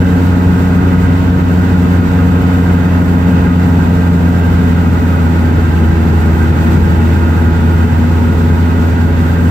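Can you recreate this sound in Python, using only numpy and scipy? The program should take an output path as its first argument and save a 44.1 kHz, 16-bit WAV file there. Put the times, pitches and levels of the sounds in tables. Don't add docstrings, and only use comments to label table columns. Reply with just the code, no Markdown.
import sys
import numpy as np
from scipy import signal
from scipy.fft import rfft, irfft, next_fast_len
from scipy.io import wavfile
from scipy.ndimage import uniform_filter1d

SR = 44100
rng = np.random.default_rng(int(sys.argv[2]) if len(sys.argv) > 2 else 0)


def dump_mix(stems):
    frames = np.atleast_2d(stems).T
    limited = np.clip(frames, -1, 1)
    pcm = np.round(limited * 32767).astype(np.int16)
    wavfile.write(sys.argv[1], SR, pcm)


N = 418950

EASY_HZ, LUGGING_HZ, LOAD_LAG_S, IDLE_LOAD = 87.8, 84.9, 0.055, 0.11
SLOWEST_HZ = 82.8
COARSE = 8
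KNOCK_TURNS = .37
KNOCK_DB, ROAR_DB, BED_DB = -34, -24, -14.5

# (f/Hz, half-width/Hz, lift/dB)
FLOOR_PANELS = [(228.5, 2.5, -5), (444, 7, -4), (564, 15, 9), (349, 5, -6), (838, 10, 2), (938, 14, 3),
                (1045, 18, -10)]


def from_db(db):
    return 10 ** (np.asarray(db) / 20)


def rms_one(x):
    return x / np.sqrt(np.mean(x ** 2) + 1e-20)


def at_hz(points, hz):
    table_hz, values = np.transpose(points)
    return np.interp(np.log(hz), np.log(table_hz), values)


def drift(corner_hz, step=1):
    pole = np.exp(-2 * np.pi * corner_hz * 40 / SR)
    white = rng.standard_normal(N // 40 + 2002)
    slow = signal.lfilter([1], [1, -2 * pole, pole ** 2], white)[2000:]
    return np.interp(np.arange(0, N, step) / 40, np.arange(len(slow)), rms_one(slow - slow.mean()))


def lurches():
    # (t/s, swell/dB)
    humps = [(6.8, 6.5)]
    half_width_s = 0.15
    t = np.arange(N) / SR
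    return sum(swell_db * np.exp(-((t - s) / half_width_s) ** 2) for s, swell_db in humps)


def noise_bed(firings, swell_db, bumps):
    # (f/Hz, level per Hz/dB)
    spectrum = [(25, -32), (48, -20), (54, -5.5), (100, -5.5), (122, -9), (165, -4.5), (215, -8.5),
                (280, -15), (315, -14.5), (370, -18), (430, -18), (490, -23), (600, -30), (1100, -29.5),
                (1700, -37), (2200, -37), (3250, -41), (4000, -42), (5700, -47.5), (7400, -45.5),
                (8600, -50), (9700, -58), (13000, -48.5), (14800, -49.5), (15600, -50)]
    # (f/Hz, correlation 0 to 1)
    likeness = [(30, .99), (60, .98), (200, .95), (300, .8), (500, .7), (800, .1), (3000, .15), (12000, .3)]
    # (f/Hz, left minus right/dB)
    leaning = [(30, -3), (60, 0), (200, 4), (500, 1.5), (1000, -1), (2000, 1.5), (4000, -3), (6000, -2.5),
               (10000, 0.5), (14000, -5)]
    rumble_db, clatter_db, hiss_db = -0.52, 2.0, -1.4
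    valve_db, puff_db, flicker_db = .6, .5, 1.0
    lag_s = .0004

    size = next_fast_len(N)
    hz = np.fft.rfftfreq(size, 1 / SR) + 1
    mid, side = rfft(rng.standard_normal((2, size)))
    alike = np.clip(at_hz(likeness, hz), 0, 1)
    pair = np.sqrt(1 + alike) * mid + np.sqrt(1 - alike) * side * [[1], [-1]]
    pair[0] *= np.exp(-2j * np.pi * np.maximum(hz - 600, 0) * lag_s)
    pair *= from_db(at_hz(spectrum, hz) + at_hz(leaning, hz) / 2 * [[1], [-1]])

    shaken_db = hiss_db + .3 * swell_db + 0.15 * bumps
    valve_gear_db = valve_db * np.cos(np.pi * firings)
    puffs_db = puff_db * np.cos(2 * np.pi * (firings + KNOCK_TURNS))
    bands = [(40, rumble_db + swell_db), (160, rumble_db + swell_db), (640, clatter_db + swell_db / 2),
             (2560, shaken_db + valve_gear_db), (10240, shaken_db + puffs_db)]
    out = np.zeros((2, N))
    for centre_hz, band_db in bands:
        distance = abs(np.log(np.clip(hz, 40, 10240) / centre_hz) / np.log(4))
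        share = np.clip(1 - distance, 0, 1)
        out += from_db(band_db + flicker_db * drift(11.4)) * irfft(pair * share, size)[:, :N]
    return from_db(BED_DB) * rms_one(out)


def knocks(firings):
    cylinders_db = [0.5, -4, 1.5, -2.5]
    at = np.flatnonzero(np.diff(np.floor(firings + KNOCK_TURNS)))
    chance = rng.standard_normal((len(at), 2))
    shift = (.00004 * SR * chance[:, 1]).astype(int)
    clicks = np.zeros(N)
    clicks[np.clip(at + shift, 0, N - 1)] = from_db(np.resize(cylinders_db, len(at)) + 2.5 * chance[:, 0])
    return clicks


def roar_gate(firings, swell_db, bumps):
    pulse = 1 + .08 * np.cos(2 * np.pi * firings + 1.8)
    return from_db(0.15 * swell_db + 0.35 * bumps) * pulse


def cab(knock, gate):
    # (f/Hz, width/Hz, left level/dB, right level/dB, left leads/turns)
    modes = [(561, 26, -3.5, -8.5, -0.098), (627, 17, -7, -6, -0.22), (733, 68, -6, -9, -0.25),
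             (849.4, 21, -2.5, -5, -0.13), (932, 53, -5, -0.5, -0.37), (986, 24, -14, -8, -0.53),
             (1042, 36, -10, -7, 0.39), (1244, 19, -2.5, 0, 0.36), (1308, 84, -8, -15.5, 0.26),
             (1398, 31, -8, -8.5, 0.12), (1444, 40, -7.5, -2, 0.19), (1581, 38.4, -11.5, -1, 0.061),
             (1800, 69, -11.5, -5.5, 0.44), (1955, 70, -11.5, -12.5, 0.045), (2060, 62, -16, -12.5, -0.14),
             (2268, 140, -29, -15.5, 0.15), (2501, 44, -12.5, -16, 0.27), (2673, 62, -23.5, -13.5, -0.085),
             (2703, 29, -17, -19, 0.27), (2857, 55, -20.5, -38, -0.062), (3023, 76, -17, -22, -0.23),
             (3444, 60, -28, -25.5, -0.22), (3570, 73, -23.5, -20, -0.45), (3775, 50, -42, -21, 0.38),
             (4570, 42, -27.5, -25, 0.04)]
    own = 0.22 / 2
    panel_waver_db = 1.0

    size = next_fast_len(N)
    hz = np.fft.rfftfreq(size, 1 / SR)
    unrest = gate * from_db([panel_waver_db * drift(1.0) for _ in range(3)])
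    roar = rfft(unrest * rng.standard_normal((3, N)), size)
    apart = rfft(unrest * rng.standard_normal((3, N)), size)
    knock = rfft(knock, size)
    knocked, roaring = np.zeros((2, 2, len(hz)), complex)
    for k, (mode_hz, width_hz, left_db, right_db, turns) in enumerate(modes):
        near = slice(*np.searchsorted(hz, [mode_hz / 2, mode_hz * 2]))
        peak = 1 / (1 + 2j * (hz[near] - mode_hz) / width_hz) * (-1) ** k
        peak *= np.cos(np.pi / 2 * np.log2(hz[near] / mode_hz)) ** 2
        left = from_db(left_db) * np.exp(2j * np.pi * turns)
        ringing = np.array([[left], [from_db(right_db)]]) * peak
        if 1150 < mode_hz < 1700:
            knocked[:, near] += ringing * knock[near]
        shared_roar = np.sqrt(1 - own) * roar[k % 3, near]
        own_roar = np.sqrt(own) * apart[k % 3, near] * [[1], [-1]]
        roaring[:, near] += ringing * (shared_roar + own_roar)
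    knocked = rms_one(irfft(knocked, size)[:, :N])
    roaring = rms_one(irfft(roaring, size)[:, :N])
    return from_db(KNOCK_DB) * knocked + from_db(ROAR_DB) * roaring


def tones(multiples, rows, firings, load, shaping, spread, waver_db, waver_rad):
    # (f/Hz, left leads/turns)
    port_turns = [(85, .035), (170, -.01), (500, -.04), (835, -.08), (865, -.46), (900, -.36), (935, -.2),
                  (1010, -.3), (1075, .13)]
    spread_knee, sharpen_rad = 2.5, .7

    firings, load = firings[::COARSE], load[::COARSE]
    rate = np.gradient(firings) * SR / COARSE
    lugging = np.clip((EASY_HZ - rate) / (EASY_HZ - SLOWEST_HZ), 0, 1) ** 1.6
    out = np.zeros((2, len(load)))
    for multiple, (light_db, full_db, pan_db) in zip(multiples, rows):
        tone_hz = multiple * rate
        unsteady = np.clip(multiple - .7, .2, 2)
        strain = lugging if full_db > light_db + 6 else load
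        level_db = light_db + strain * (full_db - light_db)
        level_db += waver_db * unsteady * drift(5.6, COARSE)
        for hz, width_hz, lift_db in shaping:
            level_db += lift_db * np.exp(-((tone_hz - hz) / width_hz) ** 2)

        angle = 2 * np.pi * multiple * firings + waver_rad * unsteady * drift(2.9, COARSE)
        bent = min(multiple, spread_knee)
        angle += spread * bent * (2 * multiple - bent) - sharpen_rad * lugging * (multiple > 1)
        angle += np.pi / 2 * (multiple % 1 > 0)
        lead = np.pi * at_hz(port_turns, tone_hz) * [[1], [-1]]
        gain = from_db(level_db + [[pan_db / 2], [-pan_db / 2]])
        out += np.sqrt(2) * gain * np.cos(angle + lead)
    return signal.resample_poly(out, COARSE, 1, axis=1)[:, :N]


def accessories(firings, load):
    ratios = [1.21, 1.86, 2.42, 2.78, 2.84, 5.18, 5.68, 6.53, 10.37]
    # (light load rms level/dB, full load rms level/dB, left minus right/dB)
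    levels = [(-29, -35, 0), (-27, -29, 0), (-33, -32, 0), (-23, -24, 6), (-25.5, -21, 3), (-30, -33, 4),
              (-39.5, -48, 1), (-47, -46, -2), (-50, -39, -4)]
    return tones(ratios, levels, firings, load, FLOOR_PANELS, spread=0, waver_db=.5, waver_rad=.12)


def engine(firings, load):
    # (quarters of the firing rate, light load rms level/dB, full load rms level/dB, left minus right/dB)
    orders = np.array([(4, -11.5, -10, -1), (5, -36, -32, 1), (6, -36, -33, 1), (7, -24, -27, 1),
                       (8, -12.5, -22.5, .5), (9, -35, -27, 0), (12, -18.5, -23, -1.5), (13, -34, -30, -5),
                       (14, -40, -33, -5.5), (16, -33, -24.5, 1.5), (17, -39, -44, -1), (18, -43, -42, -2),
                       (20, -35, -35.5, 3), (22, -44, -50, 6), (24, -43, -42, 5), (25, -50, -44, 3),
                       (28, -36.5, -52, 4), (29, -44, -52, 5), (31, -48, -55, 3), (32, -38.5, -47, 4),
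                       (33, -44, -54, 6), (34, -50, -43, -2), (36, -41.5, -44, 1), (38, -38, -49, -3),
                       (39, -46, -46, 0), (40, -34.5, -36, 3), (42, -43, -42, 0), (44, -45, -38.5, -10),
                       (46, -52, -49, -3), (48, -41, -48, 3), (50, -52, -50, 0), (52, -54, -49, 0)])
    # (f/Hz, half-width/Hz, lift/dB)
    exhaust = [(248, 5, -8)]
    return tones(orders[:, 0] / 4, orders[:, 1:], firings, load, FLOOR_PANELS + exhaust,
                 spread=.52, waver_db=.5, waver_rad=.06)


def climb():
    # (t/s, firing rate f/Hz)
    drive = [(0, 90.4), (.8, 89.7), (1.4, 90.0), (2.1, 89.6), (2.9, 89.35), (3.3, 88.5), (3.8, 87.8),
             (4.4, 87.3), (4.75, 86.5), (5.05, 86.4), (5.4, 85.3), (5.85, 82.7), (6.2, 82.15),
             (6.75, 83.15), (7.2, 83.6), (7.75, 84.65), (8.6, 85.3), (9.2, 85.45), (9.5, 86.3)]
    s, firing_hz = np.transpose(drive)
    t = np.arange(N) / SR
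    firings = np.cumsum(np.interp(t, s, firing_hz)) / SR
    earlier_hz = np.interp(t, s + LOAD_LAG_S, firing_hz)
    load = np.clip((EASY_HZ - earlier_hz) / (EASY_HZ - LUGGING_HZ), IDLE_LOAD, 1)
    return firings, load


def scene():
    firings, load = climb()
    swell_db = lurches()
    bumps = drift(16)
    background = noise_bed(firings, swell_db, bumps)
    ringing = cab(knocks(firings), roar_gate(firings, swell_db, bumps))
    return background + ringing + accessories(firings, load) + engine(firings, load)


def record(dry):
    ceiling_db, release_db_s, round_level, cutoff_hz = 1.1, 38, 1.3, 15640
    dry = dry * np.minimum(np.arange(N) / (.004 * SR), 1)
    over_db = np.maximum(20 * np.log10(abs(dry).max(axis=0) + 1e-9) - ceiling_db, 0)
    ramp = release_db_s * np.arange(N) / SR
    duck_db = np.maximum.accumulate(over_db + ramp) - ramp
    duck_db = uniform_filter1d(duck_db, size=221)
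    duck_db = uniform_filter1d(duck_db, size=221, origin=-110)
    ducked = dry * from_db(-duck_db) / round_level
    rounded = round_level * ducked / (1 + ducked ** 4) ** (1 / 4)
    top_cut = signal.ellip(14, .5, 60, cutoff_hz, fs=SR, output="sos")
    return signal.sosfilt(top_cut, np.clip(rounded, -1, 1))


dry = scene()
out = record(dry)
dump_mix(out)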